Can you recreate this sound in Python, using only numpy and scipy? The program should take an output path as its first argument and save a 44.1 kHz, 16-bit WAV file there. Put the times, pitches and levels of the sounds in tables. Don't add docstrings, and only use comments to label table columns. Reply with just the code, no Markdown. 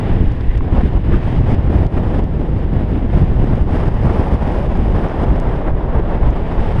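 import sys
import numpy as np
from scipy import signal
from scipy.fft import rfft, irfft
from scipy.io import wavfile
from scipy.ndimage import uniform_filter1d, minimum_filter1d

SR = 44100
rng = np.random.default_rng(int(sys.argv[2]) if len(sys.argv) > 2 else 0)


def inscribe(sig):
    pcm = np.round(np.clip(np.atleast_2d(sig).T, -1, 1) * 32767)
    wavfile.write(sys.argv[1], SR, pcm.astype(np.int16))


N = 299880


def gain_of(db):
    return 10 ** (np.asarray(db) / 20)


def seconds():
    return np.arange(N) / SR


def evened(x):
    return x / np.sqrt(np.mean(x ** 2) + 1e-20)


def levels(rows):
    time_s, *columns_db = np.transpose(rows)
    return [gain_of(np.interp(seconds(), time_s, column_db)) for column_db in columns_db]


def coloured(x, points):
    point_hz, point_db = np.transpose(points)
    hz = np.fft.rfftfreq(N, 1 / SR)
    weight_db = np.interp(np.log(hz + 1), np.log(point_hz), point_db, -np.inf, -np.inf)
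    return evened(irfft(rfft(x) * gain_of(weight_db), N))


def smoothed(x, hz):
    return irfft(rfft(x) * np.exp(-(np.fft.rfftfreq(N, 1 / SR) / hz) ** 2), N)


def wander(hz):
    return evened(smoothed(rng.standard_normal(N), hz))


def turbulence(points, bursts_db, steady_hz):
    noise = coloured(rng.standard_normal(N) * gain_of(bursts_db), points)
    slow_power = np.maximum(smoothed(noise ** 2, steady_hz), 0)
    return noise / np.sqrt(slow_power + 0.012)


def swell(middle_s, length_s):
    return np.cos(np.pi * np.clip((seconds() - middle_s) / length_s, -.5, .5))


def swells(rows):
    return sum(gain_of(level_db) * swell(middle_s, length_s) for middle_s, length_s, level_db in rows)


# start_s [s], length_s [s], added_roar_db [dB], added_hiss_db [dB]
GUST_TIMES = [(-.03, 0.21, 3.5, 2), (0.648, 0.064, 6, -1.5), (0.731, 0.098, 11, 3), (0.816, 0.073, -1, 2.5),
              (0.894, 0.094, 4, -0.5), (1.075, 0.11, 3, -0.5), (1.117, 0.049, 1, 5.5), (1.246, .16, 2, 3.5),
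              (1.474, 0.069, 7, 6.5), (1.7, 0.055, 4, 4.5), (1.758, 0.1, 2.5, 4), (1.94, .055, 4, 5),
              (2.014, 0.1, 3, 3.5), (2.119, 0.087, 5, 5), (2.388, 0.094, 3, 1), (2.553, 0.094, 0.5, 1.5),
              (2.728, 0.14, 3.5, 2), (2.903, 0.11, 2.5, 2), (3.114, 0.12, 4.5, 4.5), (3.434, 0.011, 8.5, 1),
              (3.485, 0.09, 1, 0.5), (3.715, 0.12, 3.5, 3), (3.851, 0.037, 4.5, 3), (4.044, 0.19, 5.5, 2.5),
              (4.233, 0.12, 3, 1.5), (4.422, 0.19, 3, 2), (4.813, 0.038, -1.5, 1.5), (4.947, 0.11, 2.5, 2),
              (5.185, 0.061, 3, 2.5), (5.468, 0.12, 1, 2), (5.659, 0.036, 3.5, 1), (5.937, 0.076, 5, 3),
              (6.073, .11, 4.5, 2.5), (6.224, 0.067, 4.5, 4), (6.346, 0.04, 4.5, 5), (6.532, 0.2, 2.5, 1.5)]
GUST_RISE_S, GUST_FALL_S = 0.063, 0.028
GUST_EDGE_SHARE = 1
RAGGED_S, RAGGED_HZ = 0.0038, 25


def gusts():
    ragged_t = seconds() + RAGGED_S * np.array([wander(RAGGED_HZ), wander(RAGGED_HZ)])
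    added_db = np.zeros((2, N))
    for start_s, length_s, roar_db, hiss_db in GUST_TIMES:
        rise_s, fall_s = np.minimum([GUST_RISE_S, GUST_FALL_S], GUST_EDGE_SHARE * length_s)
        rising = (ragged_t - start_s) / rise_s
        falling = (start_s + length_s - ragged_t) / fall_s
        ramp = np.clip(np.minimum(rising, falling) + .5, 0, 1)
        rounded_ramp = ramp ** 2 * (1 + 2 * (1 - ramp))
        added_db += np.array([[roar_db], [hiss_db]]) * rounded_ramp
    return added_db


# middle_s [s], length_s [s], heave_db [dB], thump_db [dB], flutter_db [dB]
EDDY_HITS = [(0.138, 0.092, -10.5, -14, -30), (0.22, .07, -10.5, -10, -16.5),
             (0.281, 0.029, -7.5, -9.5, -24), (0.497, 0.039, -1.5, -27, -28.5),
             (0.562, 0.066, -12, -18, -30), (0.738, 0.051, -19, -11.5, -18.5),
             (0.787, 0.091, -7.5, -22, -26), (0.853, 0.081, -20.5, -18, -16.5),
             (0.958, 0.052, -13, -27, -29), (1.096, 0.051, -25, -12, -19.5),
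             (1.147, 0.079, -8.5, -15.5, -16.5), (1.405, 0.029, -18.5, -13, -16),
             (1.533, 0.053, -14, -22.5, -21.5), (1.699, 0.029, -15.5, -16, -18),
             (1.796, 0.17, -18.5, -15.5, -26.5), (1.868, 0.035, -11.5, -12, -17),
             (1.984, 0.03, -12, -27.5, -24.5), (2.21, 0.21, -16.5, -18.5, -23.5),
             (2.547, 0.067, -29.5, -13, -24.5), (2.653, .04, -14.5, -26.5, -29),
             (2.759, 0.12, -17.5, -15, -31), (2.952, 0.11, -28.5, -22, -20.5),
             (3.051, 0.023, -15.5, -23.5, -16), (3.161, 0.036, -14.5, -9.5, -15),
             (3.223, .055, -22.5, -8, -17.5), (3.425, 0.08, -11, -18.5, -29.5), (3.53, .08, -9.5, -18, -20),
             (3.617, 0.04, -9, -24, -36), (3.735, 0.027, -23.5, -13.5, -18),
             (3.873, .035, -15.5, -10.5, -24), (4.054, 0.13, -22.5, -13, -25.5),
             (4.197, 0.033, -17.5, -12.5, -18.5), (4.336, 0.063, -20, -11, -20),
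             (4.428, 0.072, -18.5, -20, -24), (4.675, 0.071, -15.5, -26, -25),
             (4.802, 0.19, -12.5, -23.5, -21), (4.931, 0.16, -13.5, -16.5, -25),
             (5.224, 0.038, -18.5, -17.5, -21.5), (5.315, 0.12, -15, -15.5, -21.5),
             (5.488, 0.031, -11.5, -17.5, -26), (5.733, 0.13, -11.5, -20.5, -28.5),
             (5.967, 0.06, -12, -11.5, -20), (6.042, 0.041, -13, -23, -33.5), (6.263, 0.16, -9, -16, -27.5),
             (6.597, 0.054, -8.5, -24, -26), (6.783, 0.16, -27, -15.5, -28.5)]
# time_s [s], heave_db [dB], thump_db [dB], flutter_db [dB]
RUMBLE_LEVELS = [(0, -20.5, -15.5, -20.5), (.5, -19.5, -21.5, -27.5), (1, -14.5, -18.5, -24.5),
                 (1.5, -17, -12.5, -22), (2.3, -17.5, -19.5, -22), (2.95, -17.5, -18, -22.5),
                 (3.4, -13, -16, -20.5), (4.3, -19.5, -19, -24), (5.1, -17.5, -21, -20.5),
                 (5.7, -16, -24, -25), (6.8, -17.5, -21.5, -24.5)]
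# [dB per Hz, relative]
HEAVE_COLOUR = [(4, -34), (11, -2), (28, 2.5), (50, -0.5), (64, -4), (100, -34)]
THUMP_COLOUR = [(35, -22.5), (56, -2), (75, 0), (115, -2.5), (150, -9), (190, -17.5), (320, -51.5)]
FLUTTER_COLOUR = [(90, -30.5), (140, -4), (170, -0.5), (230, -3.5), (320, -7), (400, -12), (520, -24),
                  (1000, -61.5)]
FLUTTER_FOLLOW = 0.7


def buffeting(swirl, gust_roar_db, swirl_db=2.0, heave_db=-0.73, thump_db=-0.64, flutter_db=-1.66,
              lumpy_db=1.27, lumpy_hz=11):
    heave, thump, flutter = levels(RUMBLE_LEVELS)
    hit_powers = sum(np.outer(gain_of(hit_db), swell(middle_s, length_s)) ** 2
                     for middle_s, length_s, *hit_db in EDDY_HITS)
    shoves, thuds, flaps = np.sqrt(hit_powers)
    heave = np.hypot(heave * gain_of(lumpy_db * wander(lumpy_hz)), shoves)
    thump = np.hypot(thump * gain_of(lumpy_db * wander(lumpy_hz)), thuds)
    flutter = np.hypot(flutter * gain_of(flutter_db + FLUTTER_FOLLOW * gust_roar_db), flaps)
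    big = heave * gain_of(heave_db) * turbulence(HEAVE_COLOUR, 0, steady_hz=8.6)
    middling = thump * gain_of(thump_db) * turbulence(THUMP_COLOUR, 0, steady_hz=8.4)
    small = flutter * turbulence(FLUTTER_COLOUR, swirl_db * swirl, steady_hz=11)
    return big + middling + small


# [dB per Hz, relative]
ROAR_COLOUR = [(200, -22.5), (330, -1.5), (430, 0), (600, -2), (800, -5), (1000, -10), (1300, -17),
               (1800, -22.5), (3000, -41.5), (6000, -75.5)]
FRESHEN_S, FRESHEN_OVER_S = 3.31, .6
SLOW_SHIFT, FAST_SHIFT = 0.99, 1.055


def roaring(bursts_db):
    def shifted_roar(shift):
        colour = [(hz * shift, db) for hz, db in ROAR_COLOUR]
        return turbulence(colour, bursts_db, steady_hz=7.4)

    fresh = np.clip((seconds() - FRESHEN_S) / FRESHEN_OVER_S, 0, 1)
    slow, fast = shifted_roar(SLOW_SHIFT), shifted_roar(FAST_SHIFT)
    return np.sqrt(1 - fresh) * slow + np.sqrt(fresh) * fast


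# time_s [s], roar_db [dB], hiss_db [dB], fizz_db [dB]
WIND_LEVELS = [(0, -30.5, -38.5, -70.5), (.24, -31.5, -39, -69), (.33, -34, -41.5, -66),
               (.45, -34.5, -41.5, -68), (1.1, -32, -39.5, -67.5), (1.8, -27.5, -43.5, -67.5),
               (2.35, -31, -44.5, -69), (3.05, -31.5, -42.5, -69.5), (3.55, -26.5, -40.5, -63),
               (4.1, -27.5, -40.5, -61.5), (4.55, -26, -40, -62), (5.3, -24.5, -40, -63),
               (5.9, -26.5, -44.5, -72.5), (6.35, -28.5, -42, -70.5), (6.8, -27, -37, -60)]
# [dB per Hz, relative]
HISS_COLOUR = [(800, 5), (1300, -5), (1750, -1), (2050, -3), (2400, -7), (2900, -7.5), (3600, -13),
               (4300, -23), (5000, -22.5), (5800, -35.5), (8000, -36), (14000, -63.5)]
FIZZ_COLOUR = [(2500, -18.5), (4200, 3), (5100, 8), (5900, 0), (6500, 0), (7400, -7.5), (8700, 0),
               (9600, -4), (10700, -4.5), (11800, -14), (13500, -18.5), (15000, -31.5)]
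FIZZ_FOLLOW = 1.63
SNAP_PRESSURE, SNAP_SPAN, SNAP_DB = 0.56, .15, 4


def streaming(swirl, gust_roar_db, gust_hiss_db, push, roar_db=-0.59, hiss_db=0.17, fizz_db=1.0):
    roar, hiss, fizz = levels(WIND_LEVELS)
    spurt = np.minimum(evened(push) ** 2, 9) - 1
    snap_db = SNAP_DB * np.clip((abs(push) - SNAP_PRESSURE) / SNAP_SPAN, 0, 1)
    roar_bursts_db = 1.38 * swirl + 0.11 * spurt + .5 * wander(40)
    hiss_bursts_db = 0.82 * swirl + 0.16 * spurt + 0.35 * wander(60)
    fizz_bursts_db = 1.6 * swirl + .3 * spurt + 2.0 * wander(900)
    roar_gain = roar * gain_of(roar_db + gust_roar_db)
    hiss_gain = hiss * gain_of(hiss_db + gust_hiss_db)
    fizz_gain = fizz * gain_of(fizz_db + FIZZ_FOLLOW * gust_hiss_db + snap_db)
    low = roar_gain * roaring(roar_bursts_db)
    mid = hiss_gain * turbulence(HISS_COLOUR, hiss_bursts_db, steady_hz=7.4)
    high = fizz_gain * turbulence(FIZZ_COLOUR, fizz_bursts_db, steady_hz=4.9)
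    return low + mid + high


def crackle(gust_hiss_db, per_s=140, crackle_db=-9):
    fizz = levels(WIND_LEVELS)[2]
    grains = (rng.random(N) < per_s / SR).astype(float)
    return fizz * gain_of(crackle_db + FIZZ_FOLLOW * gust_hiss_db) * coloured(grains, FIZZ_COLOUR)


# middle_s [s], peak_db [dB], pitch_hz [Hz], width_octaves [octaves]
DRY_TICKS = [(0.3226, -38, 4300, .45), (0.4102, -33, 4000, 0.36), (0.5724, -31, 2500, 0.35),
             (0.5784, -29, 3400, 0.79), (1.4042, -38, 4600, .5), (1.5477, -34, 4200, .55),
             (1.867, -28, 3000, .7), (2.1899, -35, 4600, .55), (2.241, -34, 4200, .6),
             (3.444, -35, 4400, .6), (3.5572, -37, 4600, .55), (3.881, -33, 4000, 0.6),
             (4.34, -35, 4200, .65), (4.518, -37, 5600, .6), (4.773, -35, 4600, .55),
             (4.918, -43, 5200, .45), (5.0865, -41, 5670, .12), (5.2918, -44, 6200, .3),
             (5.401, -27, 5200, 0.62), (6.3072, -37, 5600, 0.38)]


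def ticks(echo=.35, echo_s=.0006):
    out, half = np.zeros(N), 2048
    hz = np.fft.rfftfreq(2 * half, 1 / SR)
    case = 1 + echo * np.exp(-2j * np.pi * hz * echo_s)
    for middle_s, peak_db, pitch_hz, width_octaves in DRY_TICKS:
        band = np.exp(-.5 * (np.log2((hz + 1) / pitch_hz) / width_octaves) ** 2)
        tick = np.roll(irfft(case * band), half)
        part = out[round(middle_s * SR) - half:][:2 * half]
        part += gain_of(peak_db) * tick[:len(part)] / abs(tick).max()
    return out


# middle_s [s], length_s [s], level_db [dB]
SCRAPE_TIMES = [(0.448, 0.018, -41.5), (0.505, 0.055, -36.5), (0.552, 0.018, -38.5)]
# [dB per Hz, relative]
SCRAPE_COLOUR = [(1500, -15), (1750, -3), (1920, 6.5), (2120, -2), (2450, -11), (2950, -7), (3400, -14),
                 (4500, -32)]


def scrapes():
    return swells(SCRAPE_TIMES) * turbulence(SCRAPE_COLOUR, 3.5 * wander(300), steady_hz=60)


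# start_s [s], length_s [s], rumble_drop_db [dB], air_drop_db [dB]
LULL_TIMES = [(0.557, 0.014, 4, 6), (0.593, 0.055, -3, 6), (0.982, 0.089, 1, 3), (1.205, 0.053, 5.5, -1.5),
              (1.869, 0.07, 11, 4.5), (2.251, 0.092, 3.5, 2), (2.663, 0.062, 1, 1.5), (2.85, .035, 4, 1),
              (2.99, 0.035, 4, 1), (3.07, 0.031, 5, 2.5), (3.34, 0.053, 1.5, 1.5), (3.613, 0.093, 1.5, 5.5),
              (3.891, 0.053, 2.5, 3), (4.367, 0.05, 4.5, 1.5), (5.079, 0.1, 6, 0), (5.708, 0.063, 1.5, 4),
              (6, 0.027, -0.5, 4), (6.463, 0.1, 0.5, -1.5)]
LULL_ONSET_S = 0.0043


def lulls(hold=0.41):
    drop_db = np.zeros((2, N))
    for start_s, length_s, rumble_drop_db, air_drop_db in LULL_TIMES:
        corners_s = [0, LULL_ONSET_S, hold * length_s, length_s]
        depth = np.interp(seconds() - start_s, corners_s, [0, 1, 1, 0])
        drop_db += np.outer([rumble_drop_db, air_drop_db], depth)
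    return gain_of(-drop_db)


# pitch_hz [Hz], level_db [dB], t60_s [s]
KNOCK_RINGS = [(1090, -15.5, .013), (1330, -19, .008), (1700, -22, .006), (2050, -24, .008)]
KNOCK_S, KNOCK_RISE_S = .6078, .001


def knock():
    t = np.maximum(seconds() - KNOCK_S, 0)
    ring = sum(gain_of(level_db - 60 * t / t60_s) * np.sin(2 * np.pi * pitch_hz * t)
               for pitch_hz, level_db, t60_s in KNOCK_RINGS)
    return np.minimum(t / KNOCK_RISE_S, 1) * ring


# middle_s [s], length_s [s], level_db [dB]
RASP_TIMES = [(1.14, .05, -29.5), (1.978, .03, -32), (4.085, .06, -30), (5.68, .025, -32)]
# [dB per Hz, relative]
RASP_COLOUR = [(800, -4), (1200, 5.5), (1900, -3), (2400, -10), (3400, -25)]


def rasps(swirl, rough_db=5.0):
    return swells(RASP_TIMES) * turbulence(RASP_COLOUR, rough_db * swirl, steady_hz=25)


def scene():
    swirl = evened(wander(30) + 0.93 * wander(120))
    gust_roar_db, gust_hiss_db = gusts()
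    rumble_gain, air_gain = lulls()
    push = buffeting(swirl, gust_roar_db)
    air = streaming(swirl, gust_roar_db, gust_hiss_db, push) + crackle(gust_hiss_db) + rasps(swirl)
    wind = rumble_gain * push + air_gain * air
    return (wind + ticks() + scrapes() + knock())[None]


CEILING_DB, RECOVERY_DB_PER_S = -1.4, 350
EDGE_HZ = 14000


def record(dry):
    over_db = np.maximum(20 * np.log10(abs(dry[0]) + 1e-9) - CEILING_DB, 0)
    recovery_db = seconds() * RECOVERY_DB_PER_S
    held_db = np.maximum.accumulate(over_db + recovery_db) - recovery_db
    duck_db = uniform_filter1d(minimum_filter1d(-held_db, size=161), size=161)
    low_pass = signal.firwin(255, EDGE_HZ, window=("kaiser", 9), fs=SR)
    return signal.oaconvolve(dry * gain_of(duck_db), low_pass[None], "same")


dry = scene()
out = record(dry)
inscribe(out)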